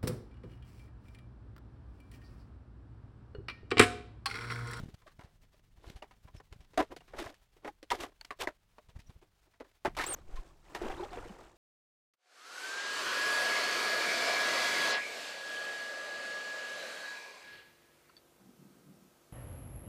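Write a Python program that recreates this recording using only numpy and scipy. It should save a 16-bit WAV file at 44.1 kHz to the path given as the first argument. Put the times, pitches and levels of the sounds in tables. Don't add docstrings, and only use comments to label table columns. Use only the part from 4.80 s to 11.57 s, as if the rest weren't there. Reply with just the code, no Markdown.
import sys
import numpy as np
from scipy import signal
from scipy.fft import rfft, irfft, next_fast_len
from scipy.io import wavfile
from scipy.ndimage import uniform_filter1d

SR = 44100
rng = np.random.default_rng(int(sys.argv[2]) if len(sys.argv) > 2 else 0)


def voltage_ratio(decibels):
    exponent = np.asarray(decibels, float) / 20
    return 10 ** exponent


def log_audio(samples):
    frames = np.atleast_2d(samples).T
    limited = np.clip(frames, -1, 1)
    pcm = np.round(limited * 32767).astype(np.int16)
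    wavfile.write(sys.argv[1], SR, pcm)


N = 298557


def evened(x):
    return x / np.sqrt(np.mean(x ** 2) + 1e-20)


def add(mix, s, sound):
    part = mix[max(round(s * SR), 0):][:len(sound)]
    part += sound[:len(part)]


def coloured(x, points):
    size = next_fast_len(len(x))
    f, db = np.transpose(points)
    hz = np.fft.rfftfreq(size, 1 / SR)
    gain = voltage_ratio(np.interp(np.log(hz + 1), np.log(f + 1), db))
    return irfft(rfft(x, size) * gain, size)[:len(x)]


def resonate(x, hz, width):
    turn = np.exp(2j * np.pi * np.cumsum(hz * np.ones(len(x))) / SR)
    r = np.exp(-np.pi * width / SR)
    return 2 * (turn * signal.lfilter([1 - r], [1, -r], x / turn)).real


def grainy(size, lump_ms, depth_db):
    lump = max(round(lump_ms * SR / 1000), 1)
    lumps = evened(uniform_filter1d(rng.standard_normal(size), lump))
    return evened(rng.standard_normal(size) * voltage_ratio(depth_db * lumps))


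# frequency in Hz, relative density in dB per Hz.
HISS_SPECTRUM = [(18, -19.5), (30, 4), (59, 0), (184, -28.5), (394, -15.5), (526, -19.5), (649, -17),
                 (3490, -22), (13700, -32.5), (16000, -25.5)]


def hiss():
    level_db = -73.5
    return voltage_ratio(level_db) * evened(coloured(grainy(N, lump_ms=25, depth_db=3.0), HISS_SPECTRUM))


# time in seconds, fundamental before drift in Hz, level in dB.
HUM_COURSE = [(0, 51.5, -76.5), (1.7, 52, -72.5), (2.9, 50.3, -86), (4, 50.7, -79), (4.7, 49.5, -77.5),
              (5.599, 53.3, -100)]
# multiple of the fundamental, dB relative to the course.
HUM_HARMONICS = [(1, -4.5), (2, -2), (3, -8), (4, -11)]


def hum():
    s, hz, db = np.transpose(HUM_COURSE)
    t = np.arange(N) / SR
    drift = 1 + .015 * evened(uniform_filter1d(rng.standard_normal(N), size=6000))
    phase = 2 * np.pi * np.cumsum(np.interp(t, s, hz) * drift) / SR
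    partials = sum(voltage_ratio(level) * np.cos(k * phase) for k, level in HUM_HARMONICS)
    return voltage_ratio(np.interp(t, s, db)) * partials


# time in seconds, level in dB.
BUFFET_LEVEL = [(0, -43), (.15, -67), (.77, -67), (1.13, -69.5), (2.4, -61.5), (2.6, -72.5), (4.001, -75.5),
                (4.28, -64.5), (4.6, -81.5), (5, -83), (5.099, -52), (5.5, -58.5), (5.8, -66.5),
                (6.05, -55.5), (6.4, -55), (6.6, -60.5), (6.77, -70)]
# frequency in Hz, relative density in dB per Hz.
BUFFET_SPECTRUM = [(9, -17.5), (15, -4), (35, -1.5), (70, -13), (160, -15), (300, -28), (700, -38.5),
                   (2000, -70)]


def buffet():
    s, db = np.transpose(BUFFET_LEVEL)
    rumble = evened(coloured(grainy(N, lump_ms=25, depth_db=2), BUFFET_SPECTRUM))
    return rumble * voltage_ratio(np.interp(np.arange(N) / SR, s, db))


# centre in seconds, nominal peak in dB, nominal width in ms.
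PUSHES = [(0.003, -32.5, 2.1), (0.037, -32.5, 2.1), (0.06, -40.5, 1.7), (0.088, -40, 1.54),
          (0.145, -41, 2.9), (0.394, -42.5, 2.2), (0.448, -44.5, 2.7), (0.985, -48.5, 4.6),
          (1.077, -41.5, 4.9), (1.103, -41.5, 1.96), (1.162, -40.5, 5.2), (1.454, -45, 3.9),
          (1.551, -39.5, 3.1), (1.576, -49, 5.2), (1.726, -43, 4.6), (1.764, -47, 2.4), (1.806, -46, 5.4),
          (2.138, -54, 3.5), (2.391, -44, 8.6), (2.464, -45, 3.8), (4.093, -50.5, 3.3), (4.166, -37, 4.1),
          (4.194, -46, 3.3), (4.297, -43, 3), (4.365, -48, 4.5), (5.08, -29.5, 1.1), (5.52, -39, 22),
          (5.544, -31.5, 13.4), (5.594, -32, 11), (6.03, -42, 7.5), (6.1, -36.5, 21)]


def thumps():
    out = np.zeros(N)
    for s, db, width_ms in PUSHES:
        u = np.arange(-4096, 4096) / SR / (width_ms * 0.00064)
        push = (1 - 0.69 * u ** 2 + .5 * u) * np.exp(-abs(u) ** 1.29 / 1.42)
        puff = evened(signal.lfilter(*signal.butter(1, 350, fs=SR), rng.standard_normal(len(u))))
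        push = push + voltage_ratio(-21.5) * puff * np.exp(-(u / 4.5) ** 2) * min(4 / width_ms, 1)
        start = round(s * SR) - len(u) // 2
        add(out, start / SR, voltage_ratio(db) * push[max(-start, 0):])
    return out


# start in seconds, length in seconds, centre in Hz, level in dB.
RUBS = [(1.066, 0.039, 4200, -66), (1.55, 0.057, 5360, -69), (4.259, 0.032, 5850, -70)]


def squeaks():
    out, width_hz = np.zeros(N), 410
    for s, length, hz, db in RUBS:
        size = round(length * SR)
        once = resonate(rng.standard_normal(size), hz, width_hz)
        band = evened(resonate(once, hz, width_hz))
        add(out, s, voltage_ratio(db) * np.hanning(size) * band)
    return out


# time in seconds, frequency in Hz.
CHIRP_PITCH = [(5.263, 7700), (5.274, 7620), (5.286, 8780), (5.331, 8630), (5.35, 5760)]


def bird():
    base_db, climb_db, low_db = -40.5, -5, 2.5
    s, hz = np.transpose(CHIRP_PITCH)
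    t = np.arange(s[0], s[-1], 1 / SR)
    hz = uniform_filter1d(np.interp(t, s, hz), size=150)
    climb = np.clip(np.gradient(hz) / 1.2, 0, 1)
    low = np.clip((hz.max() - hz) / 1000, 0, 1)
    edge = np.clip(np.minimum(t - t[0], t[-1] - t) / 0.0024, 0, 1)
    phase = 2 * np.pi * np.cumsum(hz) / SR
    waver = 1 + 0.28 * evened(uniform_filter1d(rng.standard_normal(len(t)), size=60))
    level = voltage_ratio(base_db + climb_db * climb + low_db * low) * edge * waver
    return s[0], np.sqrt(2) * level * (np.sin(phase) + voltage_ratio(-7) * np.sin(2 * phase))


def bubble(hz, cycles, glide):
    u = np.arange(int(cycles / hz * SR)) / SR * hz / cycles
    return np.sin(2 * np.pi * cycles * (u + glide * (u ** 2 - u))) * np.sin(np.pi * u ** .6)


def bubbles(hz, per_s, cycles):
    out, count = np.zeros(len(hz)), int(per_s * len(hz) / SR) + 1
    for place, spread, size, long in rng.random((count, 4)):
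        at = int(place * len(hz))
        f = max(hz[at] * 2 ** (4.1 * (spread - .45)), 300 + 90 * long)
        tone = bubble(f, cycles * (.5 + long) * (f / 700) ** 0.37, glide=0.084)
        loudness = voltage_ratio(-4 * np.log(size + 0.02)) * (hz[at] / f) ** 0.2
        add(out, at / SR, tone * loudness)
    return evened(out)


def spits(size):
    per_s, decay_ms, jump_db = 12, 4.9, 1.5
    hits = (rng.random(size) < per_s / SR) * rng.exponential(1, size)
    return 1 + voltage_ratio(jump_db) * signal.lfilter([1], [1, -np.exp(-1000 / (decay_ms * SR))], hits)


def shake(x):
    return evened(signal.lfilter(*signal.butter(2, 70, fs=SR), x))


def gush(t, db, fizz_db, hz, fizz_colour):
    rush = resonate(grainy(len(t), lump_ms=6.2, depth_db=2.5), hz, 620)
    rush = evened(coloured(rush, [(120, -33), (260, -1.0), (2500, -7.0), (8000, -17.0)]))
    gurgle = evened(.65 * rush + .72 * bubbles(hz, per_s=700, cycles=8))
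    fizz = evened(coloured(grainy(len(t), lump_ms=5, depth_db=3), fizz_colour)) * spits(len(t))
    low = shake(grainy(len(t), lump_ms=7.2, depth_db=0.5))
    edge = np.clip(np.minimum(t - t[0], t[-1] - t) / 0.0019, 0, 1)
    return t[0], voltage_ratio(db - 5.5) * edge * (gurgle + voltage_ratio(fizz_db) * fizz + voltage_ratio(-12.0) * low)


# time in seconds, nominal level in dB.
WASH_LEVEL = [(5.36, -54), (5.44, -67.5), (5.5, -57), (5.65, -55.5), (5.8, -70.5), (5.92, -50.5),
              (6.0, -46), (6.07, -36.5), (6.11, -38.5), (6.16, -44.5), (6.21, -40), (6.25, -39.5),
              (6.29, -50), (6.35, -41), (6.47, -48), (6.67, -53.5), (6.77, -67)]
# frequency in Hz, relative density in dB per Hz.
WASH_SPECTRUM = [(880, -26), (1500, -10), (3000, -2), (5440, -2), (8000, -2.5), (10500, -14), (16000, -22)]


def wash():
    centre_hz, wander_octaves = 720, 0.24
    s, db = np.transpose(WASH_LEVEL)
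    t = np.arange(s[0], s[-1], 1 / SR)
    db = np.interp(t, s, db)
    wander = uniform_filter1d(rng.standard_normal(len(t)), size=1500)
    wander = evened(uniform_filter1d(wander, size=1500))
    fizz_db = -10.5 - 0.38 * (db + 62)
    return gush(t, db, fizz_db, centre_hz * 2 ** (wander_octaves * wander), WASH_SPECTRUM)


# frequency in Hz, relative density in dB per Hz.
BLADE_FIZZ = [(880, -38), (1500, -6.5), (3090, -7), (3590, -5.5), (4040, -9.5), (5880, -12.5),
              (14800, -24.5), (16000, -38)]
# time in seconds, nominal level in dB,
# fizz against body in dB.
ABRUPT_COURSE = [(5.166, -32, -4), (5.2, -37, -15), (5.25, -47, -9), (5.27, -40, -5.5),
                 (5.351, -39.5, -8.5)]


def abrupt_swish():
    centre_hz = 1050
    s, db, fizz_db = np.transpose(ABRUPT_COURSE)
    t = np.arange(s[0], s[-1], 1 / SR)
    return gush(t, np.interp(t, s, db), np.interp(t, s, fizz_db), centre_hz + 0 * t, BLADE_FIZZ)


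# start in seconds, crest in seconds, end in seconds,
# nominal crest level in dB, fizz against body at the crest in dB.
SWELLS = [(0, 0.006, 0.15, -54, -6), (0.951, 1.103, 1.19, -54, -2.5), (1.519, 1.56, 1.63, -62, 2.5),
          (2.094, 2.123, 2.155, -39.5, -18.5), (2.341, 2.397, 2.54, -37, -6),
          (2.817, 2.879, 2.92, -42.5, -11), (3.132, 3.148, 3.19, -43.5, -1), (3.167, 3.209, 3.3, -36.5, -5),
          (3.587, 3.613, 3.66, -32, 0.4)]


def swishes():
    out = np.zeros(N)
    for start, crest, end, crest_db, crest_fizz_db in SWELLS:
        t = np.arange(start, end, 1 / SR)
        away = np.interp(t, [start, crest, end], [1, 0, 1]) ** 1.204
        db = crest_db - 23.5 * away
        fizz_db = crest_fizz_db - 5.5 * away
        hz = 443 * 2 ** np.clip((db + fizz_db + 62.5) / 18, 0, 2)
        add(out, *gush(t, db, fizz_db, hz, BLADE_FIZZ))
    return out


# start in seconds, peak in dB,
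# mean frequency in Hz, length in ms.
POCKETS = [(0.079, -59, 417, 30), (.262, -54, 630, 17), (1.223, -45.5, 2820, 5.1), (1.22, -48.5, 615, 24),
           (1.978, -26, 732, 32), (1.98, -33, 296.6, 59), (2.205, -60.5, 2820, 9.9), (2.878, -40, 826, 26),
           (2.335, -50, 390, 28), (3.104, -30, 3410, 3.3), (3.11, -28, 962, 26), (3.411, -41.5, 4420, 5.2),
           (3.673, -25.5, 1920, 3.9), (5.05, -27.5, 879, 13.6), (5.195, -30, 1590, 8.3),
           (5.236, -33, 2210, 6.9), (5.571, -50.5, 1050, 30), (5.955, -41.5, 963, 24),
           (6.014, -34, 349, 27.5), (6.045, -41, 237, 23), (6.095, -39.5, 770, 28), (6.195, -38.5, 963, 10),
           (6.199, -36, 363, 28), (6.222, -35.5, 375, 22), (6.227, -39, 824, 24), (6.325, -42.5, 722, 39),
           (6.369, -41, 480, 31), (6.449, -52, 480, 52), (6.498, -44.5, 199, 30)]


def gurgles():
    out = np.zeros(N)
    for s, db, hz, length_ms in POCKETS:
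        add(out, s, voltage_ratio(db) * bubble(hz, hz * length_ms / 1000, glide=0.007))
    return out


# nominal frequency in Hz, nominal bandwidth in Hz, relative level in dB.
HULL_MODES = [(281, 110, 14), (400, 100, 11.5), (580, 180, 5.5), (710.6, 70, 2.5), (965, 97, 3),
              (1180, 88, -2.5), (1670, 420, 6), (1920, 120, -9), (2500, 130, -25), (3220, 90, -21.5),
              (4245, 300, -24.5)]
# frequency in Hz, relative density in dB per Hz.
SPRAY_SPECTRUM = [(880, -28.5), (1500, -6.5), (1900, -3.5), (2860, -3.5), (4420, -7), (13300, -24),
                  (16000, -30)]


def strike(s, db, hz, treble_db, t60, rise_ms):
    t = np.arange(round(.2 * SR)) / SR
    t60 = np.clip(t60, .015, .3)
    peak_s = max(rise_ms, .3) / 1000
    rise = np.minimum(t / peak_s, 1) ** 0.36
    since = np.maximum(t - peak_s, 0)
    blow = grainy(len(t), lump_ms=1.5, depth_db=3) * rise * voltage_ratio(-60 * since / t60)
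    shift = 1 + 0.077 * rng.standard_normal(len(HULL_MODES))
    body = np.zeros(len(t))
    for (f, width, level), k in zip(HULL_MODES, shift):
        gain = voltage_ratio(level - 12.5 * abs(np.log2(f / hz))) * np.sqrt(100 / width)
        body += gain * resonate(blow, f * k, max(width, 50))
    body = coloured(body, [(120, -24.5), (190, -9.5), (280, -2.5), (2000, -1.5), (8000, -34.0)])
    drip = voltage_ratio(-27.5 - 60 * since / 0.37)
    spray = evened(coloured(grainy(len(t), lump_ms=0.86, depth_db=3.5), SPRAY_SPECTRUM))
    spray = spray * np.sqrt(rise) * (voltage_ratio(-60 * since / (0.9 * t60)) + drip)
    low = shake(blow)

    def peaked(x):
        return x / np.sqrt(uniform_filter1d(x ** 2, size=130).max())

    fade = np.minimum((t[-1] - t) / .06, 1)
    parts = peaked(body) + voltage_ratio(treble_db - 1.0) * peaked(spray) + voltage_ratio(-19) * peaked(low)
    return s, voltage_ratio(db) * fade * parts


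def drips():
    out, per_s, base_db = np.zeros(N), 2.5, -75.5
    for place, size, pitch in rng.random((int(per_s * N / SR), 3)):
        hz = 550 * 2 ** pitch
        add(out, *strike(place * N / SR, base_db + 8 * size ** 2, hz, 1.3, 0.044, rise_ms=1.9))
    return out


# start in seconds, nominal peak in dB, centre of the ring in Hz,
# nominal treble against body in dB, nominal decay time t60 in seconds.
WATER_SLAPS = [(0.631, -70, 895, -1, 0.1), (0.73, -65, 635, -6, 0.096), (1.158, -61, 720, 2.2, 0.1),
               (1.475, -57, 866, -10, 0.074), (1.996, -24.5, 650, -16.5, 0.043),
               (2.46, -42, 674, -31, 0.044), (2.492, -51, 605, -4, 0.027), (3.11, -27.5, 1040, -6.5, 0.049),
               (4.087, -63, 750, -1, 0.1), (4.19, -65.5, 790, 6.5, 0.097), (4.295, -61.5, 294, -3, 0.057),
               (4.415, -57.5, 416, -12, 0.14), (4.665, -69, 496, -12, 0.1), (4.735, -68, 1010, -4, 0.09),
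               (4.8, -41.5, 404, -19, 0.073), (5.049, -27, 690, -11.5, 0.084), (5.556, -56, 890, 0, 0.15)]


def slaps():
    out = np.zeros(N)
    for row in WATER_SLAPS:
        add(out, *strike(*row, rise_ms=10.5))
    return out


# start in seconds, nominal peak in dB, centre of the ring
# in Hz, nominal treble against body in dB, nominal decay time t60 in seconds.
PADDLE_KNOCKS = [(0.031, -70, 290, -27, 0.031), (0.089, -63, 337, -3, 0.16), (0.141, -69, 557, 8.5, 0.034),
                 (0.217, -64, 920, -3.5, 0.083), (0.267, -53.5, 1150, -8.5, 0.15),
                 (0.392, -53.5, 815, -10, 0.047), (0.409, -54, 905, -8, 0.091),
                 (0.434, -60.5, 555, -4, 0.23), (1.041, -53.5, 553, -19, 0.13),
                 (1.223, -44.5, 720, -11.5, 0.095), (1.31, -56, 1020, -7.5, 0.096),
                 (1.6, -51.5, 805, -14, 0.046), (1.725, -56, 720, 2.5, 0.069), (1.805, -67, 825, 2.5, 0.17),
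                 (1.933, -57, 470, -4.5, 0.42), (1.975, -24, 700, -11.5, 0.11),
                 (2.024, -37.5, 453, -14, 0.064), (2.164, -46, 520, -2.5, 0.047),
                 (2.206, -58, 690, -2.5, 0.085), (2.278, -60.5, 850, -3.5, 0.38),
                 (2.335, -41.5, 416, -22, 0.15), (2.387, -41, 1100, -4, 0.1), (2.54, -63.5, 950, 3, 0.11),
                 (2.765, -59.5, 400, -11, 0.086), (2.846, -40, 670, -15, 0.087),
                 (2.877, -40.5, 720, -17, 0.041), (3.028, -48, 360, -1, 0.058),
                 (3.103, -39.5, 2470, 1, 0.04), (3.131, -33, 580, -15.5, 0.09),
                 (3.234, -36.5, 880, -11, 0.072), (3.284, -66, 400, -6, 0.18),
                 (3.319, -62.5, 603, -12, 0.046), (3.412, -52.5, 1340, 7.5, 0.022),
                 (3.447, -56.5, 850, 9.5, 0.029), (3.506, -37.5, 960, -10, 0.068),
                 (3.627, -38.5, 660, -13, 0.15), (3.672, -30.5, 790, -14.5, 0.075),
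                 (3.983, -48, 590, -14, 0.046), (4.843, -61.5, 590, -8, 0.13),
                 (5.15, -56.5, 1400, 0, 0.047), (5.185, -34.5, 1190, -5.5, 0.37),
                 (5.196, -33, 1290, -13, 0.074), (5.211, -39.5, 1400, 0.5, 0.2),
                 (5.239, -38.5, 820, 1, 0.028), (5.385, -58.5, 710, -8.5, 0.1), (5.948, -36, 790, -3, 0.12),
                 (6.015, -37.5, 378, -12.5, 0.13), (6.097, -45.5, 835, -8.5, 0.13),
                 (6.33, -52, 900, -1.5, 0.047), (6.372, -42, 524, -25, 0.091)]


def knocks():
    out = np.zeros(N)
    for row in PADDLE_KNOCKS:
        add(out, *strike(*row, rise_ms=1.9))
    return out


def scene():
    mix = hiss() + hum() + buffet() + thumps() + squeaks()
    for sound in (bird(), wash(), abrupt_swish()):
        add(mix, *sound)
    mix += swishes() + gurgles() + drips() + slaps() + knocks()
    return mix[None]


def roll_off(x):
    return signal.sosfilt(signal.butter(12, 16530, fs=SR, output="sos"), x)


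def record(dry):
    finished = coloured(dry[0], [(14500, 0.5), (16500, -8.5)])[None]
    return roll_off(finished)


dry = scene()
out = record(dry)
log_audio(out)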